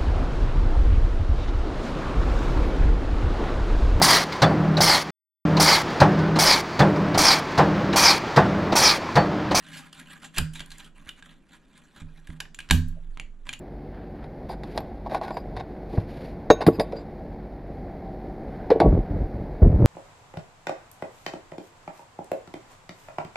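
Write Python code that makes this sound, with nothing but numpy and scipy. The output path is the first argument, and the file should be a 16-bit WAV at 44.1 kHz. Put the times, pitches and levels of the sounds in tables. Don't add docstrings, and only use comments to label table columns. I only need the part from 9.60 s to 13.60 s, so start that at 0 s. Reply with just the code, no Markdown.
import sys
import numpy as np
from scipy import signal
from scipy.fft import rfft, irfft, next_fast_len
from scipy.io import wavfile

SR = 44100
rng = np.random.default_rng(int(sys.argv[2]) if len(sys.argv) > 2 else 0)


def dump(signal):
    limited = np.clip(np.atleast_2d(signal).T, -1, 1)
    pcm = np.round(limited * 32767).astype(np.int16)
    wavfile.write(sys.argv[1], SR, pcm)


N = 176400
TIME = np.arange(N) / SR

# pitch_hz, level_db, t60_s
TABLETOP_MODES = [(158,4,0.63),(175.4,-6,0.1),(246.7,-4.5,0.38),(292,-27,0.33)]


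def from_db(db):
    return 10 ** (np.asarray(db) / 20)


def unit_rms(x):
    return x / np.sqrt(np.mean(x ** 2) + 1e-20)


def at_hz(points, hz, column=1):
    table = np.array(points)
    return np.interp(np.log(hz + 1), np.log(table[:, 0]), table[:, column])


def butter(x, hz, kind="low"):
    return signal.sosfilt(signal.butter(2, hz, kind, fs=SR, output="sos"), x)


def colour(x, curve_db):
    size = 2 * next_fast_len(x.shape[-1])
    gain = unit_rms(from_db(curve_db(np.fft.rfftfreq(size, 1 / SR))))
    cepstrum = irfft(np.log(gain + 1e-9))
    cepstrum[1:size // 2] *= 2
    cepstrum[size // 2 + 1:] = 0
    return irfft(rfft(x, size) * np.exp(rfft(cepstrum)))[..., :x.shape[-1]]


def add(out, start_s, x):
    i = int(start_s * SR)
    out[i:i + len(x)] += x[:N - i]


def peak(hz, centre_hz, width_hz):
    return 1 / (1 + (2 * (hz - centre_hz) / width_hz) ** 2)


def ring(hz, t60_s):
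    return np.sin(2 * np.pi * hz * TIME) * from_db(-60 * TIME / t60_s)


def wander(rate_hz):
    knots_s = np.arange(0, N / SR + 1, 1 / rate_hz)
    return np.interp(TIME, knots_s, rng.standard_normal(len(knots_s)))


def stereo_noise(width, size):
    mid, side = rng.standard_normal((2, size))
    return (mid + width * side * np.array([[1], [-1]])) / np.sqrt(1 + width ** 2)


def cap_lift_db(hz):
    # centre_hz, width_hz, lift_db
    modes = [(594.4,41,3.5),(856.5,174,-2.5),(1630,61,7),(3980,180,1.5),(4600,400,3),(6130,190,2),(7440,460,3.5),(9570,120,4),(10540,1900,5)]
    return sum(db * peak(hz, centre_hz, width_hz) for centre_hz, width_hz, db in modes)


def scrape(slips_per_s=2400, jerk_db=3.8, grip_shift_db=5):
    # time_s, force_db
    rub_force = [(0,-58.5),(.05,-51),(.09,-52.5),(.14,-45),(.18,-47),(.225,-51.5),(.255,-48.5),(.315,-66.5),(.34,-49.5),(.39,-46),(.45,-57),(.505,-47.5),(.6,-57.5),(.645,-46.5),(.71,-71),(.738,-57),(.765,-44),(.89,-74),(.96,-47.5),(1.01,-53.5),(1.085,-62),(1.12,-52.5),(1.16,-57.5),(1.2,-49.5),(1.225,-57.5),(1.27,-50),(1.31,-75.5),(1.35,-70),(1.375,-56),(1.44,-61.5),(1.5,-46),(1.54,-79.5),(1.59,-50.5),(1.615,-71.5),(1.65,-54),(1.72,-57.5),(1.79,-70),(1.86,-69),(1.945,-50.5),(1.99,-69),(2.11,-64.5),(2.16,-55.5),(2.345,-64.5),(2.365,-51),(2.385,-57),(2.41,-45.5),(2.44,-71.5),(2.58,-58),(2.63,-69),(2.73,-55),(2.79,-66),(2.92,-74.5),(3.07,-61.5),(3.45,-69.5),(3.55,-67.5),(3.7,-79.5),(3.84,-73.5),(3.875,-47),(3.95,-63.5),(4,-93.5)]
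    # freq_hz, gain_db
    rub_spectrum = [(100,-5),(160,5),(280,6.5),(450,-12.5),(900,0),(1500,5.5),(2200,1),(3500,0.5),(5200,-14.5),(7500,-9),(11000,-17),(13000,-22),(16000,-37.5)]
    slips = (rng.random(N) < slips_per_s / SR) * rng.choice([-1, 1], N)
    slips = slips * from_db(jerk_db * wander(rate_hz=220)) + 1e-18
    force_db = np.interp(TIME, *np.transpose(rub_force))
    treble_db = 0.14 * (force_db - force_db.mean())
    edges_hz = np.geomspace(500, 16000, 26)
    friction = butter(slips, edges_hz[0])
    for k, band_hz in enumerate(zip(edges_hz, edges_hz[1:])):
        grip_db = grip_shift_db * (wander(rate_hz=55) - 1) + treble_db * k / len(edges_hz)
        friction += (-1) ** k * from_db(grip_db) * butter(slips, band_hz, "band")
    rub = unit_rms(friction) * from_db(force_db - 3)
    table_hz = TABLETOP_MODES[0][0]
    return colour(rub, lambda hz: at_hz(rub_spectrum, hz) + cap_lift_db(hz) + 12 * peak(hz, table_hz, 11))


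def chatter(decay_s, rasp_from_s=.009, evenness=0.52, size=4096):
    age = TIME[1:size + 1] / decay_s
    rasp = decay_s ** 2 / (decay_s ** 2 + rasp_from_s ** 2)
    attack = (1 - np.exp(-age / (0.21 * (1 + rasp)))) ** 2
    burst = rng.standard_normal(size) * np.exp(-age) * attack
    ripple_db = 20 * np.log10(abs(rfft(burst, 2 * size)) + 1e-9)
    return colour(burst, lambda hz: -evenness * (1 - rasp) * ripple_db)


def contacts(rows, gain_db=12, ring_lift_db=12, spot_spread_db=3, outward_share=0.83):
    # freq_hz, gain_db
    plastic = [(60,1.5),(250,-10),(500,-19),(900,-5),(1200,-5.5),(1600,0),(3300,4.5),(5200,-4.5),(7500,-1.5),(11000,-9),(13000,-12.5),(16000,-35.5)]
    paths = np.zeros((2, N))
    spot_hz = np.arange(0, SR / 2, 330)
    for start_s, level_db, decay_s, rings_hz, tilt_db_per_oct in rows:
        spot_db = spot_spread_db * rng.standard_normal(len(spot_hz))
        spot_db *= spot_hz / (spot_hz + rings_hz[0] / 2)

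        def shape_db(hz, share):
            rings = np.max([peak(hz, f, width_hz=300 + .04 * f) for f in rings_hz], axis=0)
            resonance_db = cap_lift_db(hz) + ring_lift_db * rings + np.interp(hz, spot_hz, spot_db)
            return at_hz(plastic, hz) + tilt_db_per_oct * np.log2(1 + hz / 1000) + share * resonance_db

        for path, share in zip(paths, (1, outward_share)):
            click = colour(chatter(decay_s), lambda hz: shape_db(hz, share))
            add(path, start_s, from_db(level_db + gain_db) * click / np.linalg.norm(click))
    return paths


def ticks():
    # start_s, level_db, decay_s, rings_hz, tilt_db_per_oct
    touches = [(.124,-27,0.024,(2870,4400),-0.5),(.165,-27.5,.016,(5110,),1),(.3275,-32.5,0.0035,(1300,2900,4950,8900),1.5),
               (.397,-33,0.0034,(2000,),1.5),(.617,-34.5,0.013,(1370,),-4.5),(.639,-28.5,0.014,(7300,),-2),(.741,-35,0.0097,(3400,),1),
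               (.934,-33,0.005,(3100,),4.5),(.945,-26,0.018,(3800,),0),(.994,-29,0.0025,(3700,),-1),(1.0035,-25,0.0027,(3220,),-5),(1.006,-25.5,0.002,(660,),-6),(1.06,-40,0.0021,(4300,),10),(1.1024,-35,0.0058,(4300,),0.5),(1.115,-29,0.0063,(4100,),-1),
               (1.1812,-35,0.004,(7100,),8),(1.196,-35.5,0.0053,(3900,),0),(1.244,-38,0.0044,(3100,),2),(1.4655,-31.5,0.0038,(2000,),-19.5),(1.4908,-22.5,0.0026,(1480,3500,2950),-1.5),(1.6245,-31.5,0.0022,(1580,3640,7700),-8),
               (2.176,-44,.0029,(9200,),1),(2.356,-35.5,0.016,(1380,),-11),(2.6708,-35,0.0039,(1700,),-2),(2.7008,-35.5,0.0037,(2030,),-9.5),
               (2.802,-20.5,0.0031,(2950,4950,5600,11400),-3),(2.8038,-20.5,0.0032,(1600,),-4),(2.8519,-32,.0036,(1800,),-11.5),(2.9452,-30.5,0.0026,(7100,),-1.5),(2.9885,-22,0.003,(1700,2500,2950,9000),-3.5),(3.003,-27,0.0026,(2300,),-5),
               (3.088,-31.5,0.0044,(5200,),-7),(3.0987,-17.5,0.0039,(4200,),-8.5),(3.28,-43.5,0.0078,(7400,12200),13),
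               (3.5728,-30,0.0019,(1310,),-9.5),(3.598,-21,0.0014,(2250,2700,7000,9600),-7.5),(3.8685,-33,0.0013,(1100,),-7.5),(3.8908,-17.5,0.0021,(2380,3150,6970),-5.5),(3.928,-24.5,0.0048,(6900,),-4),(3.9352,-23,0.0021,(2850,),-2),(3.991,-38.5,0.002,(7600,),14)]
    return contacts(touches)


def wire_ring(drive, t60_s=0.12, size=10000):
    # pitch_hz, level_db
    modes = [(6980,-47.5),(7400,-52),(10500,-52),(12250,-45.5)]
    response = sum(from_db(db) * ring(hz, t60_s)[:size] for hz, db in modes)
    return signal.fftconvolve(drive, response)[:N]


def snaps():
    # start_s, level_db, decay_s, rings_hz, tilt_db_per_oct
    impacts = [(.759,-23,0.012,(2700,),0.5),(.7695,-15.5,0.0077,(4200,),-9),(.779,-14,0.0029,(2600,),-8),(.7822,-9,0.0027,(3100,4800),5),(.7855,-10,0.0027,(1450,),-10.5),(.787,-36,0.022,(5300,15000,14000),8),
               (3.1092,-2.5,.0008,(3750,),-6),(3.11,-14,.002,(770,),-13),(3.1104,-4,0.002,(1530,),0.5),(3.117,-20.5,0.024,(5400,6100,6470,12100),10)]
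    return contacts(impacts)


def loose_ring(hz, t60_s, wobble_hz=32, wobble_db=2.5, wobble_rad=.45):
    looseness = 1 - np.exp(-TIME * wobble_hz / 2)
    phase = 2 * np.pi * hz * TIME + wobble_rad * looseness * wander(wobble_hz)
    return np.sin(phase) * from_db(wobble_db * looseness * wander(wobble_hz) - 60 * TIME / t60_s)


def thumps(boom_t60_s=0.22, lowpass_hz=515):
    # start_s, level_db, case_hz, case_t60_s, sway_db
    knocks = [(0.7914,-32.5,71.4,0.2,-7.5),(0.8182,-38.5,79.8,0.23,-15),(2.418,-46,87.6,0.19,3),(2.693,-42.5,82,0.066,-7),(3.1163,-22.5,67.5,0.15,-4.5),(3.1455,-26.5,86.8,0.4,-22.5),(3.1932,-36.5,88.3,0.13,-19.5)]
    # freq_hz, gain_db
    boom_spectrum = [(20,5.5),(35,3),(80,2),(120,-17),(200,-2.5),(290,-8.5),(400,-29.5),(800,-32)]
    out = np.zeros(N)
    tabletop = sum(from_db(db) * loose_ring(hz, t60_s) for hz, db, t60_s in TABLETOP_MODES)
    for start_s, level_db, case_hz, case_t60_s, sway_db in knocks:
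        rumble = unit_rms(colour(rng.standard_normal(N), lambda hz: at_hz(boom_spectrum, hz)))
        boom_db = -6 - .3 * level_db
        boom = rumble * from_db(boom_db - 60 * TIME / boom_t60_s)
        case = from_db(11) * ring(case_hz, case_t60_s)
        sway = from_db(sway_db) * loose_ring(hz=21.65, t60_s=3.34)
        add(out, start_s, from_db(level_db) * (tabletop + boom + case + sway))
    return butter(out + 1e-18, lowpass_hz)


def squeak(width_hz=140):
    # start_s, length_s, pitch_hz, level_db
    faint_squeaks = [(3.34,0.083,591,-61.5)]
    out = np.zeros(N)
    for start_s, length_s, pitch_hz, level_db in faint_squeaks:
        noise = rng.standard_normal(N)
        tone = colour(noise, lambda hz: 20 * np.log10(peak(hz, pitch_hz, width_hz) + 1e-5))
        swell = np.hanning(int(length_s * SR))
        add(out, start_s, from_db(level_db) * unit_rms(tone[:len(swell)] * swell))
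    return out


def place(x, left_lag_s=.000017):
    # freq_hz, left_minus_right_db
    balance = [(25,-5),(80,-3.5),(160,-3.5),(400,1),(1300,-4),(4000,-0.5),(12000,1)]
    hz = np.fft.rfftfreq(2 * N, 1 / SR)
    left = from_db(at_hz(balance, hz) / 2) * np.exp(-1j * np.pi * hz * left_lag_s)
    return irfft(rfft(x, 2 * N) * np.array([left, 1 / left]))[:, :N]


def room(x, build_s=0.00033, size=26000):
    # freq_hz, level_db, t60_s
    reverb = [(200,3.5,.4),(680,-0.5,0.13),(1470,-9.5,0.32),(3000,-6.5,0.22),(7000,-15.5,0.42),(14000,-7.5,0.067)]
    t, response = TIME[:size], 0
    build_up = 1 - np.exp(-(t / build_s) ** 2)
    edges_hz = np.geomspace(125, 16000, 8)
    for low_hz, high_hz in zip(edges_hz, edges_hz[1:]):
        hz = np.sqrt(low_hz * high_hz)
        envelope = build_up * from_db(-60 * t / at_hz(reverb, hz, column=2))
        band = butter(stereo_noise(width=.45, size=size), [low_hz, high_hz], "band")
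        response += from_db(at_hz(reverb, hz)) * band * envelope / np.linalg.norm(envelope)
    return signal.fftconvolve(x[None], response, axes=1)[:, :N]


def scene(floor_db=-61):
    # freq_hz, gain_db
    floor_spectrum = [(20,-4.5),(45,-8),(110,-21.5),(170,-9),(260,-10.5),(450,-21.5),(1500,-30.5),(3200,-44.5),(5000,-50.5),(7500,-43),(16000,-78)]
    direct, outward = ticks() + snaps() + scrape()
    floor = colour(stereo_noise(width=0.23, size=N), lambda hz: at_hz(floor_spectrum, hz))
    close = direct + wire_ring(direct) + thumps() + squeak()
    return place(close) + room(outward) + from_db(floor_db) * floor


def record(dry, stopband_hz=17000):
    lowpass = signal.cheby2(14, 70, stopband_hz, fs=SR, output="sos")
    return signal.sosfilt(lowpass, np.clip(dry, -1, 1))


dry = scene()
out = record(dry)
dump(out)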